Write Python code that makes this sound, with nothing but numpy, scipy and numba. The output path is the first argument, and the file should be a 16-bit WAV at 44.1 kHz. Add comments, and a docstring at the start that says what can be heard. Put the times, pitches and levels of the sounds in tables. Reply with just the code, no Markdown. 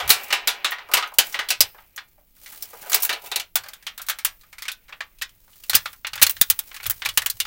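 """Sharp metallic snaps over a dull rustle, with short low overload thumps under the loudest snaps, in a quiet room.
A thin metal foil backing is turned over in the hands, laid on a bare keyboard plate and pressed down.
Buckling creases ring a crowd of decaying sheet modes; the rustle is filtered noise lifted by small ticks.
Presses swell a low noise. The loudest snaps overload a close, bright microphone: they clip,
and decaying low sines make the thumps."""
import sys
import numpy as np
from scipy import signal
from scipy.fft import rfft, irfft
from scipy.io import wavfile
from numba import njit

SR = 44100
rng = np.random.default_rng(int(sys.argv[2]) if len(sys.argv) > 2 else 0)


def log_audio(samples):
    """Write samples as a 16-bit WAV file to the path given in sys.argv[1]."""
    # one column per channel
    frames = np.atleast_2d(samples).T
    # limit to full scale, then quantise
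    limited = np.clip(frames, -1, 1)
    pcm = np.round(limited * 32767).astype(np.int16)
    wavfile.write(sys.argv[1], SR, pcm)


def elevation(decibels):
    """Turn decibel levels (scalar or array-like) into linear amplitude ratios."""
    levels = np.asarray(decibels, float)
    return 10 ** (levels / 20)


N = 328986

# Creases buckling. Each row: start in seconds, relative level in dB at 3.5 kHz, extra in dB at 900 Hz,
# extra in dB at 12 kHz, pitch in Hz of the panel that pops.
SNAPS = [(.0004, -14, -1, -22.5, 3360), (0.077, -16, -18, -6, 1190), (.0925, -11, -6, 4, 3450),
         (0.1027, 3, -17, -5.5, 4080), (0.3043, -8.5, -17, -32, 1940), (.326, -1, -13, -21, 2710),
         (0.4734, -1, -15, -11.5, 3680), (0.645, -2.5, -13.5, -23.5, 3740), (0.708, -40.5, -20, 19, 6070),
         (0.7185, -10.5, -10.5, -42, 1920), (0.7832, -21.5, -6, -43, 1870), (0.8876, -38, 16.5, -8, 1100),
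         (0.9146, -19, -5, -15, 1328), (0.9367, 1.5, -12.5, -8.5, 2870), (0.9699, -0.5, -10, -22, 1110),
         (1.0254, -7, -14.5, -43, 1300), (1.06, -36, 8, -20, 1500), (1.074, -42, -9.5, 5.5, 6000),
         (1.1182, -42.5, 13.5, -16, 1040), (1.139, -33, -21, 2.5, 1350), (1.1851, 5.5, -23, -7.5, 2980),
         (1.3244, -25, -14, -9.5, 5700), (1.343, -8, -11.5, -33, 1990), (1.3902, -7, -10, -28, 1910),
         (1.487, -9.5, -34, -12, 3180), (1.504, 1, -24.5, -14.5, 2700), (1.6056, 5.5, -37.5, -6, 5200),
         (1.7457, -46, 15.5, -41.5, 1610), (1.783, -33.5, 0, -56, 872), (1.9613, -31, -13, 3.5, 6360),
         (1.9781, -13, -15.5, -38, 1690), (2.1794, -62.5, 21, -14, 2254), (2.366, -48.5, -5, -2, 1860),
         (2.4598, -24.5, -15, -14.5, 2060), (2.5238, -34.5, -1.5, 2, 1800), (2.6232, -23.5, -61, 4, 5400),
         (2.7325, -39, 15, -1, 460), (2.75, -63, 12, 1.5, 350), (2.828, -39, 10, -14, 1620),
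         (2.86, -47, 22.5, 3.5, 1500), (2.897, -27, -1, 10, 4650), (2.9175, -12, -16, -4, 1626),
         (2.9302, -2, -27, -19, 6600), (2.9438, -4.5, -14.5, 1.5, 4970), (3.0018, -26.5, -33, 2, 5590),
         (3.022, -20.5, -35, 8, 5480), (3.0306, -18, -10, 11.5, 3750), (3.0494, -15, -19, 5.5, 1590),
         (3.0928, -3, -18.5, -21.5, 1760), (3.1279, -9.5, -21, -20, 4280), (3.232, -62.5, 26.5, 3, 1030),
         (3.26, -29, -16, -3, 3370), (3.3155, -9.5, -19.5, -17.5, 3800), (3.359, -5.5, -35, -8, 4100),
         (3.3973, -9, -28, -15.5, 2700), (3.5557, -6, -5.5, 1.5, 3500), (3.5691, -13.5, -26, -25, 1330),
         (3.6365, -27, -0.5, -13, 4650), (3.66, -28.5, .5, -19, 1720), (3.685, -26.5, -6, -3.5, 4630),
         (3.7337, -26, -10, -6, 3450), (3.8252, -34, -13.5, -10, 1880), (3.8668, -10, -15.5, -23, 3080),
         (3.9776, -22, -11, -5, 3620), (3.996, -23, -5, -49, 1420), (4.0165, -25.5, -26.5, 2, 1540),
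         (4.065, -33, -17, 3, 3920), (4.0857, -10, -14, -6.5, 1670), (4.0968, -8.5, -7.5, -7, 3400),
         (4.1867, -18, -13, -10.5, 2180), (4.2481, -6, -12.5, -0.5, 2900), (4.4105, -39.5, -18.5, -5, 4150),
         (4.4338, -39.5, -4, -17, 1230), (4.5281, -29, -5, -12, 2190), (4.583, -23.5, -12, -12, 2360),
         (4.6213, -15.5, -18, -11, 2060), (4.6534, -20.5, -12.5, -22.5, 2160),
         (4.6816, -6.5, -18, -23.5, 2430), (4.7169, -21.5, -41, -3.5, 3730),
         (4.882, -33, -11.5, -28.5, 2230), (4.8914, -31, -1, -20, 1800), (4.9251, -20.5, -6, -45.5, 2620),
         (5.006, -12, -10, -32.5, 1810), (5.1854, -35.5, -33, -11, 2660), (5.214, -13, -25, -27.5, 2640),
         (5.2199, -6.5, -19.5, -17.5, 1870), (5.2925, -37.5, -10, -9, 3130),
         (5.4785, -48, 5.5, -12.5, 1120), (5.5294, -37, -23, -18.5, 2900), (5.6365, -27.5, -22, -6, 2670),
         (5.6963, -5.5, -16.5, -5.5, 3960), (5.7322, -4, -19.5, -24, 1560), (5.7446, 1.5, -31, -24, 2670),
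         (5.7515, 0, -10.5, 3.5, 4940), (5.857, -9, -12, -27.5, 1300), (5.93, -31, -0.5, -3, 990),
         (6.0469, -7.5, -17, -65, 2430), (6.0686, -10, -14, -14.5, 2600), (6.133, -11, -15.5, -20, 2520),
         (6.1555, -17, -4.5, -7, 2540), (6.1774, -14, -13, -28, 1860), (6.195, -22.5, -5, -15, 2000),
         (6.2157, -7.5, -3.5, 0, 3040), (6.2198, 3, -13, -8, 4000), (6.2262, 9, -23, -0.5, 2566),
         (6.2658, -3, -14, -6, 4270), (6.2953, -10, -17.5, 3, 2820), (6.308, -28, -37, 16, 2710),
         (6.3665, -18.5, -18, -21, 1770), (6.4126, 1.5, -18.5, 2, 3700), (6.5, -2, -17, 3, 3160),
         (6.5056, -8.5, -17, 2, 2960), (6.5902, -14.5, -9.5, 5.5, 3560), (6.7141, -23, -8, -33, 2380),
         (6.7433, -20, -12, -12, 1800), (6.764, -17, -16, -15.5, 2760), (6.8004, -20.5, -10, -45, 2230),
         (6.8308, -24, -6, -6, 4340), (6.84, -18, -26, -13, 2440), (6.857, -11.5, -11, -20, 2450),
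         (6.864, -15.5, -15, 5.5, 3400), (6.8979, -13.5, -11, 5, 3130), (6.907, -17.5, -7, 11.5, 1960),
         (7.02, -9, -12, -38, 1980), (7.05, -5, -39, -25, 1810), (7.0579, -4, -9.5, -15.5, 2460),
         (7.0886, -7.5, -20, -17, 2970), (7.1741, 2.5, -13, -5, 2880), (7.219, -14.5, -7.5, -10, 1920),
         (7.261, -6.5, -12, -1.5, 2970), (7.2997, -11, -26, 2.5, 4400), (7.4011, 0.5, -30, -11, 2880),
         (7.4514, -15, -9.5, -26, 1230)]
# The sheet rings free in the hands, less once laid down. Each row: time in seconds, gain in dB.
FREE_RINGING = [(0, 9.5), (.9, 8.5), (1.8, 6), (2.4, 3), (3.3, 14.5), (3.8, -10.5), (5.5, -6), (7.46, -8)]


def rms_one(x):
    """Scale to rms 1."""
    return x / np.sqrt(np.mean(x ** 2) + 1e-20)


def in_time(rows):
    """Curve columns, sample by sample."""
    s, *columns = np.transpose(rows)
    return [np.interp(np.arange(N) / SR, s, c) for c in columns]


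def at_hz(points, hz):
    """Read a table on a log-frequency axis."""
    point_hz, value = np.transpose(points)
    return np.interp(np.log(hz), np.log(point_hz), value)


def coloured(x, spectrum):
    """Shape by a spectrum; rms 1."""
    hz = np.arange(N // 2 + 1) * SR / N + 1   # +1 keeps the log finite
    return rms_one(irfft(rfft(x) * elevation(at_hz(spectrum, hz)), N))


def drift(knots_per_s):
    """Random line through knots of spread 1."""
    knots = rng.standard_normal(400)
    return np.interp(np.arange(N) / SR * knots_per_s, np.arange(400), knots)


def power_sum_db(a_db, b_db):
    """Level of two unrelated sounds together."""
    return 10 * np.log10(elevation(2 * a_db) + elevation(2 * b_db))


@njit
def add(out, start, turn, shrink, height, steps):
    """Add freely dying sines, each a two-pole recursion."""
    for k in range(len(start)):
        a, b = 2 * shrink[k] * np.cos(turn[k]), shrink[k] ** 2
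        old, now = 0.0, height[k] * np.sin(turn[k])
        for i in range(start[k], min(start[k] + steps[k], len(out))):
            out[i] += now
            old, now = now, a * now - b * old


def still_air():
    """Steady noise of the quiet room."""
    # Each row: frequency in Hz, relative level in dB.
    air_colour = [(88, -40.5), (150, 3.5), (406, -6.5), (484, -10), (716, -14), (2020, -35.5), (7180, -33),
                  (16000, 0)]
    return elevation(-57.5) * coloured(rng.standard_normal(N), air_colour)


def room(x):
    """Diffuse tail: noise dying band by band."""
    # Each row: frequency in Hz, t60 in seconds.
    room_t60 = [(300, 0.33), (1000, 0.13), (3000, 0.46), (8000, 0.11), (16000, 0.69)]
    rise_s = 0.0069
    t = np.arange(SR // 2) / SR
    tail = np.zeros(len(t))
    for low_hz in 200 * 2. ** np.arange(6.3):
        band = signal.butter(2, [low_hz, min(2 * low_hz, 19000)], "band", fs=SR, output="sos")
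        t60_s = at_hz(room_t60, np.sqrt(2) * low_hz)
        dying = elevation(-60 * t / t60_s) * (1 - np.exp(-t / rise_s))
        tail += signal.sosfilt(band, rng.standard_normal(len(t))) * dying
    return signal.fftconvolve(x, tail / np.sqrt(np.sum(tail ** 2)))[:N]


def stand_rumble():
    """Steady low noise through the stand, its level drifting along a curve."""
    # Each row: time in seconds, rms level in dB.
    stand_db = [(0, -64), (1.3, -63.5), (3, -61), (7.46, -56.5)]
    # Each row: frequency in Hz, relative level in dB.
    rumble_colour = [(15, 3.5), (30, 9.5), (60, -6), (100, -2), (140, -28.5), (300, -31)]
    return elevation(in_time(stand_db)[0]) * coloured(rng.standard_normal(N), rumble_colour)


def leaning():
    """Hands lean on the desk: each rumble swells fast and lets go more slowly."""
    # Each row: time of the peak in seconds, rms level in dB there.
    leans = [(.06, -37.5), (.98, -56), (1.62, -46), (3.61, -54.5), (4.26, -57), (5.75, -38.5), (5.9, -61),
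             (6.14, -45.5), (6.23, -41), (6.38, -48), (6.52, -48.5), (6.878, -38.5), (7.08, -44.5),
             (7.2, -45), (7.35, -50)]
    # Each row: frequency in Hz, relative level in dB.
    lean_colour = [(15, -11.5), (30, -1.5), (60, 0), (100, 2.5), (150, -9), (220, -25), (300, -37)]
    rise_db_per_s, fall_db_per_s = 497, 246.5
    t = np.arange(0, N, 64) / SR
    s, peak_db = np.transpose(leans)[:, :, None]
    swell_db = peak_db - np.maximum(rise_db_per_s * (s - t), fall_db_per_s * (t - s))
    gain = np.interp(np.arange(N) / SR, t, np.sqrt(np.sum(elevation(2 * swell_db), axis=0)))
    return gain * coloured(rng.standard_normal(N), lean_colour)


def thumps():
    """Short low thumps under the loudest snaps, as the microphone overloads: a few dying sines each."""
    # Each row: start in seconds, relative level in dB.
    overloads = [(.102, -31.5), (0.943, -42), (1.607, -38.5), (2.946, -48), (5.748, -27), (6.223, -27),
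                 (6.413, -26.5), (7.18, -33.5)]
    # Each row: frequency in Hz, relative level in dB, t60 in seconds.
    thump_modes = [(93.5, -8.5, 0.11), (183, -11.5, 0.033), (242, 9, 0.019), (426, 2.5, 0.027)]
    s, thump_db = np.transpose(overloads)[:, :, None]
    hz, mode_db, t60_s = np.transpose(thump_modes)[:, None, :] + 0 * s   # every mode for every thump
    height = elevation(thump_db + mode_db - 7.5 + rng.normal(0, 1.0, hz.shape))
    start = ((s + 0 * hz) * SR).astype(np.int64)
    shrink = elevation(-60 / (t60_s * SR))
    steps = (t60_s * SR).astype(np.int64)
    out = np.zeros(N)
    add(out, start.ravel(), (2 * np.pi * hz / SR).ravel(), shrink.ravel(), height.ravel(), steps.ravel())
    return out


def friction(spectrum, level_db, ticks_per_s, tick_s, tick_db):
    """Friction hiss, lifted by tiny creases that tick and die at once."""
    struck = rng.random(N) < ticks_per_s / SR
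    ticks = struck * elevation(tick_db + np.minimum(rng.exponential(2.5, N), 14))
    fade = np.exp(-1 / (tick_s * SR))
    swell = 1 + signal.lfilter([1], [1, -fade], ticks + 1e-18)
    hiss = coloured(swell * rng.standard_normal(N), spectrum)
    return elevation(level_db + 0.5 * drift(11)) * hiss


def settling(start_db, t60_s):
    """Level in dB of the dying rustle that each snap leaves behind."""
    power = np.zeros(N)
    power[(np.transpose(SNAPS)[0] * SR).astype(int)] = elevation(2 * start_db)
    return 10 * np.log10(signal.lfilter([1], [1, -elevation(-120 / (t60_s * SR))], power + 1e-18))


def rustle():
    """Foil slides and flexes, and settles after each snap: a dull and a bright friction hiss."""
    # Each row: time in seconds, level in dB of the dull hiss, level in dB of the bright hiss.
    sliding = [(0, -32.5, -59), (.25, -43, -33.5), (.4, -43.5, -66), (.87, -53, -65), (1.15, -92, -86),
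               (1.27, -44, -32), (1.33, -52, -36.5), (1.38, -51, -56), (1.7, -60.5, -55.5),
               (2.22, -77.5, -67), (2.34, -79, -59.5), (2.45, -69, -42.5), (2.85, -52, -40.5),
               (2.97, -41, -37), (3.19, -68, -54), (3.26, -49.5, -35.5), (3.52, -85, -74), (3.66, -59, -59),
               (4.34, -69.5, -61), (5.3, -69, -65), (5.55, -84.5, -48.5), (5.85, -72, -45.5),
               (6.05, -93.5, -59), (6.3, -60.5, -47), (6.7, -62, -45.5), (7.46, -83, -43.5)]
    # Each row of both: frequency in Hz, relative level in dB.
    dull_colour = [(200, -11.5), (500, 3.5), (1200, 1.3), (2500, 9), (5000, -9.5), (9000, -30.5)]
    bright_colour = [(1500, -7), (4000, -2.5), (8000, -2.5), (12000, -1.5), (15500, 6)]
    _, mid_db, _, high_db, _ = np.transpose(SNAPS)
    slide_dull_db, slide_bright_db = in_time(sliding)
    settle_dull_db = settling(mid_db - 36, t60_s=0.18) + in_time(FREE_RINGING)[0]
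    settle_bright_db = settling(mid_db + high_db - 47.5, t60_s=0.35)
    dull_db = power_sum_db(slide_dull_db, settle_dull_db)
    bright_db = power_sum_db(slide_bright_db, settle_bright_db)
    dull = friction(dull_colour, dull_db, ticks_per_s=150, tick_s=0.021, tick_db=-7.5)
    bright = friction(bright_colour, bright_db, ticks_per_s=150, tick_s=0.0035, tick_db=0.5)
    return dull + bright


def bending(x):
    """Whatever shakes the sheet also feeds its low modes, more while it hangs free."""
    # Bending modes of the whole sheet. Each row: frequency in Hz, least width in Hz, gain in dB.
    bending_modes = [(363, 14, -12), (429, 38, -0.5), (577.5, 35, -10), (715, 39, 1), (825, 32, -2),
                     (974, 32, 1), (1249, 34, -7), (1390, 9, -4), (1500, 8, -25.5), (1760, 37, -9.5),
                     (2307, 54, -10.5), (2670, 27, -2.5), (2953, 45, -9), (3700, 70, -5)]
    drive = elevation(in_time(FREE_RINGING)[0]) * x
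    out = np.zeros(N)
    for k, (hz, width_hz, gain_db) in enumerate(bending_modes):
        r = np.exp(-np.pi * max(width_hz, hz / 60) / SR)   # never narrower than a sixtieth of its pitch
        b = (1 - r * r) / 2 * np.array([1, 0, -1])
        a = [1, -2 * r * np.cos(2 * np.pi * hz / SR), r * r]
        out += (-1) ** k * elevation(gain_db) * signal.lfilter(b, a, drive)
    return out


def snaps(count=440):
    """Each buckle rings a dense crowd of sheet modes; the sheet has bent since the last, so the crowd is new."""
    # The grip damps the sheet: long ring in the air, short once pressed down.
    # Each row: time in seconds, base t60 in seconds.
    grip_t60 = [(0, 0.24), (.7, 0.21), (1.15, 0.15), (1.38, 0.19), (1.6, .12), (2.9, 0.17), (3.4, 0.13),
                (4.3, 0.15), (5.1, .11), (5.75, 0.12), (6.2, 0.086), (7.46, 0.089)]
    # Treble damping of the sheet. Each row: frequency in Hz, factor on the base t60.
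    damping = [(3500, 1.297), (8000, 0.9), (15500, 0.53)]
    # Radiation of the sheet and colour of the microphone. Each row: frequency in Hz, gain in dB.
    radiation = [(150, -18.5), (400, -9), (800, -2.5), (1500, 2.5), (3000, -5.5), (6500, -4), (11000, -1.5),
                 (15500, 6)]
    buckling_s = 0.0044   # time the fold takes to run through
    crack_db, crack_ring = 5, 0.3
    panel_db, panel_octaves, panel_ring = 9, 0.16, 0.8   # the popping panel stands out and dies sooner
    low_ring = 1.456   # factor on t60 near 900 Hz
    wide_fold_ring = 0.0059   # a wide fold is dull and rings longer: share of t60 per dB of lost treble

    s, mid_db, low_db, high_db, panel_hz = np.transpose(SNAPS)[:, :, None]
    luck = rng.random((len(SNAPS), 4, count))
    place = (np.arange(count) + luck[:, 0]) / count
    hz = 200 + 15750 * place ** 1.3
    tilt = np.log2(hz / 3500)
    lowness = np.clip(-tilt / 2, 0, 1.3)
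    on_panel = np.exp(-(np.log2(hz / panel_hz) / panel_octaves) ** 2)
    crack = np.arange(count) % 3 == 0   # modes near the fold start loud and die first

    colour_db = lowness * low_db + np.clip(tilt / 2.14, 0, 1.1) * high_db + panel_db * on_panel
    spacing_db = 3 * np.log10(place + .01)
    # some modes catch the snap, others sit on a node
    chance_db = (3.3 + 0.63 * lowness) * np.log(-np.log(luck[:, 1] + 1e-9) + 0.00092)
    height_db = mid_db + colour_db + at_hz(radiation, hz) + spacing_db + chance_db + crack_db * crack
    sign = np.sign(luck[:, 2] * 8 % 1 - .5)
    height = sign * elevation(height_db) / np.sqrt(count)

    base_s = np.interp(s, *np.transpose(grip_t60)) * (1 + wide_fold_ring * np.clip(-high_db, 0, 30))
    t60_s = np.clip(base_s, .02, .5) * low_ring ** lowness * at_hz(damping, hz)
    t60_s *= elevation(1.76 * (2 * luck[:, 2] - 3))
    t60_s *= np.where(crack, crack_ring, panel_ring ** on_panel)

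    # most of the fold goes at once, the rest trails
    start = ((s + buckling_s * luck[:, 3] ** 2 * np.where(crack, .4, 1)) * SR).astype(np.int64)
    shrink = elevation(-60 / (t60_s * SR))
    steps = (.8 * t60_s * SR).astype(np.int64)
    out = np.zeros(N)
    add(out, start.ravel(), (2 * np.pi * hz / SR).ravel(), shrink.ravel(), height.ravel(), steps.ravel())
    # high-pass: keeps the abrupt mode starts from splashing into the bass
    high_pass = signal.butter(3, 460, "high", fs=SR, output="sos")
    return signal.sosfilt(high_pass, out)


def scene():
    """Foil in the room, over low rumble, overload thumps and still air."""
    foil = snaps()
    foil = foil + elevation(-29.5) * room(foil)
    foil += rustle()
    foil += bending(foil)
    rumble = stand_rumble() + leaning()
    return (foil + rumble + thumps() + still_air())[None]


def band_limit(x):
    """A steep low-pass at the top of the band."""
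    return signal.sosfilt(signal.butter(12, 16610, fs=SR, output="sos"), x)


def record(dry):
    """The top is cut and the loudest snaps hit full scale."""
    top_cut = signal.cheby2(12, 25, 16200, fs=SR, output="sos")   # low-pass: order, stop dB, stop edge Hz
    mix = np.clip(signal.sosfilt(top_cut, dry), -1, 1)
    return band_limit(mix)


dry = scene()
out = record(dry)
log_audio(out)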